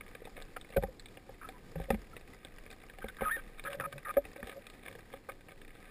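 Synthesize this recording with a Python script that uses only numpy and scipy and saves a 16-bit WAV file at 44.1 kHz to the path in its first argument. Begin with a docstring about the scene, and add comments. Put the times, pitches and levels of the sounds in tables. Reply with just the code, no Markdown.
"""Over a reef, a diver glides along with a speargun, heard from inside a sealed camera housing.
Random clicks ring the housing's modes as shrimp crackle; coloured noise rumbles as water moves below.
The gear scrapes, judders, knocks and drags on its ringing mount, and rubber squeaks under the grip
as gliding notes and rasps. Held samples mirror the sound into a glassy treble."""
import sys
import numpy as np
from scipy import signal
from scipy.fft import rfft, irfft
from scipy.io import wavfile
from scipy.ndimage import uniform_filter1d

SR = 44100
rng = np.random.default_rng(int(sys.argv[2]) if len(sys.argv) > 2 else 0)


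def wrap_up_sound(samples):
    """Save the sound to the file named by the first command line argument, as 16-bit audio."""
    columns = np.atleast_2d(samples).T
    # keep every value between -1 and 1, then stretch to whole-number steps
    tamed = np.clip(columns, -1, 1)
    steps = np.round(tamed * 32767).astype(np.int16)
    wavfile.write(sys.argv[1], SR, steps)


N = 260190
TIME = np.arange(N) / SR
TAIL = TIME[:SR // 3]  # time axis of one struck sound

# modes of the housing: pitch_hz, level_db (relative), t60_s
HOUSING = [(479, -6.5, 0.023), (774, -13, 0.047), (1020, 0, 0.0017), (1248, -10.5, 0.033),
           (1544, -13, 0.037), (1764, -1, 0.01), (2005, -6, 0.014), (2201, 2, 0.008), (2480, -0.5, 0.0064),
           (2740, -9.5, 0.011), (3570, -5, 0.0063), (4230, -10, 0.0033), (5210, -11, 0.0021)]
HOUSING_HZ = np.array(HOUSING)[:, 0]


def from_db(db):
    """Decibels to gain."""
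    return 10 ** (np.asarray(db) / 20)


def rms_one(x):
    """Scale to unit power."""
    return x / np.sqrt(np.mean(x ** 2) + 1e-20)


def peak_one(x):
    """Scale to unit peak."""
    return x / (np.abs(x).max() + 1e-20)


def in_time(rows):
    """Each column of a curve at every sample."""
    s, *columns = np.transpose(rows)
    return [np.interp(TIME, s, column) for column in columns]


def add(out, start_s, sound):
    """Mix a sound in at its start time."""
    at = max(0, round(start_s * SR))
    out[at:at + len(sound)] += sound[:max(0, N - at)]


def noise(spectrum):
    """Steady noise of the given colour (rows of Hz and dB), rms 1."""
    hz, db = np.transpose(spectrum)
    grid = np.maximum(np.arange(N // 2 + 1) * SR / N, 1)
    gains = from_db(np.interp(np.log(grid), np.log(hz), db))
    return rms_one(irfft(rfft(rng.standard_normal(N)) * gains, N))


def mode(hz, t60):
    """One dying sine, down 60 dB after t60 seconds."""
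    return np.sin(2 * np.pi * hz * TAIL) * np.exp(-np.log(1000) * TAIL / t60)


def ringing(modes, spread_db=0, colour_db=0):
    """A body's answer to one blow: its modes ring together, their strengths varied at random by spread_db."""
    hz, db, t60 = np.transpose(modes)
    gains = from_db(db + colour_db + spread_db * rng.standard_normal(len(hz)))
    # neighbouring modes start in opposite directions
    return sum((-1) ** k * gains[k] * mode(hz[k], t60[k]) for k in range(len(hz)))


def grains(per_s, size_db):
    """Random clicks of either sign, many small and a few large."""
    sizes = from_db(size_db * np.minimum(rng.exponential(1, N), 4))
    happens = rng.random(N) < per_s / SR
    return happens * sizes * rng.choice([-1, 1], N)


def click(colour_db, scatter, scatter_s):
    """A sharp pulse and its dense, dying reflections ring the housing; peak 1."""
    t = TAIL[:SR // 25]
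    pulse = scatter * rng.standard_normal(len(t)) * np.exp(-t / scatter_s)
    pulse[0] += 1
    body = ringing(HOUSING, spread_db=4.5, colour_db=colour_db)
    return peak_one(signal.fftconvolve(pulse, body)[:len(TAIL)])


def wander():
    """Slow chance at the pace of the eddies, rms 1."""
    eddy_hz = 6
    return noise([(eddy_hz / 2, -10), (eddy_hz, 0), (10 * eddy_hz, -60), (SR, -200)])


def water():
    """The housing sways in the flow and eddies wash over it: two bands of noise with wandering levels."""
    # water flowing past: time_s, sway_db, wash_db
    flow = [(0.0, -54.5, -58), (0.8, -53.5, -57.5), (1.3, -55, -57.5), (1.9, -56, -56), (2.5, -55.5, -59),
            (3.3, -52, -58.5), (4.15, -58.5, -59), (4.8, -61, -57.5), (5.9, -58.5, -59.5)]
    # deep spectrum of the sway: frequency_hz, density_db (relative, per Hz)
    sway_spectrum = [(10, -8.5), (20, 9), (26, 4), (33, 0.5), (50, -8), (80, -55)]
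    # broader spectrum of the wash: frequency_hz, density_db (relative, per Hz)
    wash_spectrum = [(30, -33), (60, 0), (90, 1.5), (140, -0.5), (250, -0.5), (470, -4.5), (620, -13),
                     (760, -12), (1000, -16), (2000, -23)]
    sway_wander_db, wash_wander_db = 1, 1.5
    sway_db, wash_db = in_time(flow)
    sway = from_db(sway_db + sway_wander_db * wander()) * noise(sway_spectrum)
    wash = from_db(wash_db + wash_wander_db * wander()) * noise(wash_spectrum)
    return sway + wash


def reef():
    """Countless far shrimp make a dull fizz; ticks stand out of it, each direction ringing the housing its way."""
    # the distant crackle: time_s, level_db
    crackle_levels = [(0.0, -60.5), (1.0, -65.5), (1.41, -63), (2.0, -61.5), (2.22, -62), (3.2, -61),
                      (4.78, -61), (5.6, -69), (5.9, -54.5)]
    level_db, = in_time(crackle_levels)
    octaves = np.log2(HOUSING_HZ / 2000)
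    dull_housing = ringing(HOUSING, colour_db=-1.5 * octaves)
    fizz = signal.oaconvolve(grains(per_s=1500, size_db=2.0), dull_housing)[:N]
    ticks = np.zeros(N)
    for _ in range(6):  # directions
        shrimp = grains(per_s=22, size_db=3.2)
        ticks += signal.oaconvolve(shrimp, click(0, scatter=0.17, scatter_s=0.0015))[:N]
    crackle = 0.72 * rms_one(fizz) + 0.7 * rms_one(ticks)
    return from_db(level_db) * crackle


def snaps():
    """Near snaps and fainter random strays click on the housing, each with its own share of treble and bass."""
    # the nearest snaps and ticks: start_s, peak_db, treble_db, bass_db (colours relative to the middle)
    near = [(0.0084, -33.5, -5, -4), (0.1509, -35.5, -3, 3), (0.2191, -39, -13, 10), (0.2525, -38, 3, 10),
            (0.2724, -38, 6, 13), (0.3669, -39.5, 3, -13), (0.3769, -38.5, -10, 15),
            (0.4214, -39.5, 23, -8), (0.5665, -33, -6, 1), (0.6125, -39.5, 7, -7), (0.7023, -42.5, 4, 9),
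            (0.996, -39, 21, -13), (1.0583, -37.5, 3.5, -7), (1.1722, -38.5, -3, 5.5),
            (1.4883, -33.5, -3, -3), (1.9031, -30.5, 14.5, 3.5), (2.1661, -32.5, -2, 9),
            (2.2104, -43.5, 5, 7), (2.4485, -33.5, 8.5, 8), (2.5841, -37.5, 2, -18), (2.6632, -40, -7, 9),
            (2.7122, -40.5, 7, 9), (2.8978, -40, 6, 2), (2.9858, -38.5, 5, 8), (3.0845, -34.5, 6, -5.5),
            (3.1678, -40, 11.5, -18), (3.2092, -25.5, -19, -3.5), (3.5952, -33, -1, -5),
            (3.6384, -37, 2, -4), (3.7312, -30, -1, -25), (3.8075, -29, -7, 2), (3.926, -32.5, -4.5, -10),
            (3.9802, -35.5, 1, -12), (4.2524, -36, -5, 6), (4.472, -37, 9, 1), (4.4952, -34.5, 8, -11),
            (4.5253, -39, -10, 5), (4.6676, -37, 12, -18), (4.6995, -40, 8, -3), (4.862, -37, 2.5, -7),
            (4.8828, -34, -6, -8), (4.9518, -39, 3, 4.5), (5.2949, -31.5, -7, -4), (5.4845, -41.5, -15, -4)]
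    # strays: mean rate, mean peak level, and the largest deviations of level and colour
    strays_per_s, stray_db, stray_spread_db, stray_colour_db = 8, -45.5, 4.5, 4
    wait, size, treble, bass = rng.uniform(-1, 1, size=(120, 4)).T
    times = np.cumsum(-np.log(np.abs(wait))) / strays_per_s  # exponential waits
    levels_db = stray_db + stray_spread_db * size
    strays = np.transpose([times, levels_db, stray_colour_db * treble, stray_colour_db * bass])
    out = np.zeros(N)
    for start_s, peak_db, treble_db, bass_db in [*near, *strays[times < N / SR]]:
        colour_db = np.interp(HOUSING_HZ, [706, 1240, 1700, 2360, 3520], [bass_db, -3, 0, 0, treble_db])
        add(out, start_s, from_db(peak_db) * click(colour_db, scatter=0.1, scatter_s=0.005))
    return out


def scrapes():
    """Dense uneven catches of one surface on another ring the housing and, more faintly, the mount."""
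    # gear scraping over the housing: start_s, length_s, level_db (rms)
    strokes = [(0.358, 0.058, -54.5), (0.708, 0.069, -55.5), (0.817, 0.016, -52), (1.781, 0.061, -56),
               (1.898, 0.037, -49), (3.205, 0.085, -50.5), (3.355, 0.038, -50), (3.649, .11, -51.5),
               (3.805, 0.057, -58), (4.073, 0.12, -53), (4.365, 0.028, -59), (4.428, 0.017, -44),
               (4.446, 0.088, -52.5), (4.825, 0.092, -53), (5.113, 0.063, -55.5), (5.3, 0.023, -52),
               (5.488, 0.048, -59)]
    pressure = np.zeros(N)
    for start_s, length_s, level_db in strokes:
        pressure[(TIME >= start_s) & (TIME < start_s + length_s)] = from_db(level_db)
    catches = rms_one(grains(per_s=1100, size_db=6.5))
    mount_hum = from_db(-14.5) * mode(hz=548, t60=0.18)
    body = ringing(HOUSING) + mount_hum
    return signal.oaconvolve(pressure * catches, body / np.linalg.norm(body))[:N]


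def slipping():
    """Pitch, strength and roughness of the rubber's slips: one long squeal, and squeaks that drop onto their note."""
    # brief squeaks: start_s, length_s, pitch_hz, level_db (before trim), roughness (0-1)
    brief = [(0.563, 0.015, 1337, -38, 0.83), (0.764, .016, 1524, -33.5, 0.78),
             (1.412, 0.027, 1276, -47, 0.84), (1.442, .022, 1280, -44.5, 0.25),
             (1.469, .02, 1290, -53.5, 0.82), (1.533, .045, 1000, -59, 0.48),
             (2.13, 0.015, 1320, -49.5, 0.4), (3.016, 0.022, 1584, -46, 0.61),
             (3.056, 0.018, 1576, -51, 0.69), (3.08, .028, 1564, -49, .55), (3.648, .028, 1276, -40, .85),
             (3.67, 0.0199, 1620, -36.5, 0.66), (3.696, .06, 1668, -52.5, 0.87),
             (3.808, .026, 1330, -45, 0.57), (3.836, .032, 1259, -36.5, 0.42),
             (4.048, 0.015, 1780, -39.5, 0.59), (4.057, 0.034, 1200, -41, 0.58),
             (4.089, 0.029, 1235, -36.5, 0.36)]
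    # the long squeal under the grip: time_s, pitch_hz, level_db (before trim), roughness (0-1)
    squeal = [(3.186, 1598, -47, 0.87), (3.248, 1660, -44, .9), (3.251, 1650, -34.5, 0.54),
              (3.259, 1253, -33, 0.02), (3.283, 1255, -29, 0), (3.288, 1272, -35, .5),
              (3.31, 1525, -41.5, 0.5), (3.314, 1690, -28, 0), (3.327, 1839, -34, 0),
              (3.362, 1810, -37, .05), (3.37, 1590, -49, .5), (3.397, 1612, -44.5, 0.6),
              (3.412, 1564, -65, 0.58)]
    # a squeak starts sharp by a share of its pitch and settles quickly; it swells and fades within its length
    sharp, settle_s, attack_s, release_s = 0.0798, 0.00299, 0.0029, 0.007
    pitch, squeal_db, rough = in_time(squeal)
    level = from_db(squeal_db) * (TIME >= squeal[0][0]) * (TIME < squeal[-1][0])
    for start_s, length_s, pitch_hz, level_db, roughness in brief:
        during = (TIME >= start_s) & (TIME < start_s + length_s)
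        t = TIME[during] - start_s
        pitch[during] = pitch_hz * (1 + sharp * np.exp(-t / settle_s))
        swell = np.minimum(t / attack_s, 1)
        fade = np.minimum((length_s - t) / release_s, 1)
        level[during] = from_db(level_db) * swell * fade
        rough[during] = roughness
    return pitch, level, np.clip(rough, 0, 1)


def squeaks():
    """Regular slips of rubber sing a gliding note; irregular ones rasp in the rubber's resonances."""
    # resonances that rough slips excite: pitch_hz, level_db (relative), t60_s
    rubber = [(1274, -5.5, 0.27), (1571, -4.5, 0.12), (1730, 7, 0.011), (2364, -6, 0.067)]
    # waver of the slip rate and strength: frequency_hz, density_db
    unsteady = [(30, 0.5), (150, -2), (600, -9.0), (3000, -77)]
    pitch, level, rough = slipping()
    # two moving averages soften the jumps
    level, rough = uniform_filter1d(uniform_filter1d([level, rough], size=130), size=90)
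    slip_rate = pitch * (1 + (0.008 + 0.06 * rough) * noise(unsteady))
    phase = 2 * np.pi * np.cumsum(slip_rate) / SR
    overtones = from_db(-23) * np.sin(2 * phase) + from_db(-48) * np.sin(3 * phase)
    note = np.sqrt(2) * (np.sin(phase) + (1 + rough) * overtones)
    rasp = rms_one(signal.oaconvolve(grains(per_s=800, size_db=3), ringing(rubber))[:N])
    flutter = from_db((1.4 + 3 * rough) * noise(unsteady))
    # equal-power blend from note to rasp
    blend = np.sqrt(np.maximum(1 - rough ** 2, 0)) * note + rough * rasp
    return from_db(-1.0) * level * flutter * blend


def judders():
    """Gear stuttering on the mount builds up a fluttering tone, which steps up on release and rings out."""
    # short judders: start_s, length_s, pitch_hz, level_db (before flutter)
    bursts = [(.7625, 0.016, 539, -18.5), (.774, 0.011, 187, -31.5), (.837, .004, 746, -34),
              (.884, 0.0033, 502, -36.5), (1.762, 0.024, 159, -36.5), (1.884, 0.008, 530, -37.5),
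              (1.929, 0.0083, 206, -26.5), (3.677, 0.027, 554.5, -41), (3.741, 0.014, 552, -37),
              (3.844, 0.034, 556, -47), (4.167, 0.015, 553, -17.5), (4.38, 0.026, 557, -44.5),
              (4.554, 0.031, 549, -43.5)]
    release_rise, attack_s, release_t60_s = 0.03, 0.0036, 0.052  # rise as a share of the pitch
    out = np.zeros(N)
    for start_s, length_s, pitch_hz, level_db in bursts:
        phase = 2 * np.pi * np.cumsum(pitch_hz * (1 + release_rise * (TAIL > length_s))) / SR
        swell = 1 - np.exp(-TAIL / attack_s)
        ring_out = np.exp(-np.log(1000) * np.maximum(TAIL - length_s, 0) / release_t60_s)
        add(out, start_s, from_db(level_db) * swell * ring_out * np.sin(phase))
    flutter_db = 1.8 * noise([(20, -15), (80, 0), (180, 0), (500, -35), (2000, -80)])
    return out * from_db(flutter_db)


def knocks():
    """Each knock cracks on the housing, rings the mount, and sets the heavier gear thumping and swaying."""
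    # gear knocking on the mount: start_s, body_db, crack_db, thump_db (all before trims), thump_hz
    blows = [(0.769, -17.5, -37, -37.5, 130), (0.825, -32, -47, -53, 121), (0.835, -22, -40, -41.5, 193),
             (1.292, -37, -57, -74, 121.2), (1.756, -30.5, -48.5, -46.5, 152), (1.799, -31, -69, -43, 162),
             (1.904, -15, -26.5, -34, 228), (1.944, -32.5, -42, -40.5, 219),
             (3.042, -29, -42.5, -46.5, 217), (3.219, -21.5, -49, -42, 225), (3.366, -35, -52, -55.5, 300),
             (3.799, -32.5, -33, -59, 306), (4.169, -36, -35, -41.5, 272), (4.36, -38.5, -47.5, -60, 310),
             (4.429, -40, -39, -47, 236), (5.138, -34, -43.5, -66, 203), (5.288, -34, -42, -81, 247)]
    # modes of the mount: pitch_hz, level_db (relative), t60_s
    mount = [(278, -2.5, 0.006), (449, 6, 0.022), (544, 4, 0.058), (660, -6, 0.011), (781.4, 0, 0.039)]
    # the sway relative to the listed level of a thump at heavy_hz; higher thumps sway less
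    heavy_hz, sway_offset_db, sway_db_per_octave = 130, 7.5, -9
    out = np.zeros(N)
    octaves = np.log2(HOUSING_HZ / 1400)
    for start_s, body_db, crack_db, thump_db, thump_hz in blows:
        body = from_db(body_db - 1.5) * peak_one(ringing(mount, spread_db=2))
        crack = from_db(crack_db + 6.5) * click(-8 * np.abs(octaves), scatter=0.17, scatter_s=0.0039)
        thump_modes = mode(thump_hz, t60=0.12) + 0.5 * mode(1.56 * thump_hz, t60=0.027)
        thump = from_db(thump_db + 6) * thump_modes
        sway_db = thump_db + sway_offset_db + sway_db_per_octave * np.log2(thump_hz / heavy_hz)
        sway = from_db(sway_db) * (mode(hz=45.3, t60=0.31) - 0.98 * mode(hz=73.3, t60=0.138))
        add(out, start_s, body + crack + thump + sway)
    return out


def drag():
    """Small uneven slips keep the mount droning while the gear drags over it."""
    # modes of the drone: pitch_hz, level_db (relative), t60_s
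    drone = [(143.9, 0, 0.11), (554.6, 1, 0.12)]
    start_s, end_s, level_db = 3.645, 3.99, -52
    slips = rms_one(grains(per_s=41, size_db=0.8)) * (TIME >= start_s) * (TIME < end_s)
    body = ringing(drone)
    return from_db(level_db) * signal.oaconvolve(slips, body / np.linalg.norm(body))[:N]


def scene():
    """One microphone inside the housing hears the sum of all sources, sent to both channels."""
    inside = water() + reef() + snaps() + scrapes() + squeaks() + judders() + knocks() + drag()
    return np.array([inside, inside])


def record(dry):
    """Sampling at 12 kHz and holding each value four times mirrors every tone around multiples of 12 kHz."""
    hiss = from_db(-79) * rng.standard_normal((2, N))  # separate in each channel
    narrow = signal.sosfilt(signal.butter(10, 5600, fs=SR, output="sos"), dry + hiss)
    sampled = signal.resample_poly(narrow, 12000, SR, axis=1)
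    held = np.repeat(sampled, 4, axis=1)  # now at 48 kHz
    wide = signal.resample_poly(held, SR, 48000, axis=1)[:, :N]
    cutoff_hz = 15300  # steep upper limit of the mirrored treble
    return signal.sosfilt(signal.ellip(10, 0.2, 80, cutoff_hz, fs=SR, output="sos"), wide)


dry = scene()
out = record(dry)
wrap_up_sound(out)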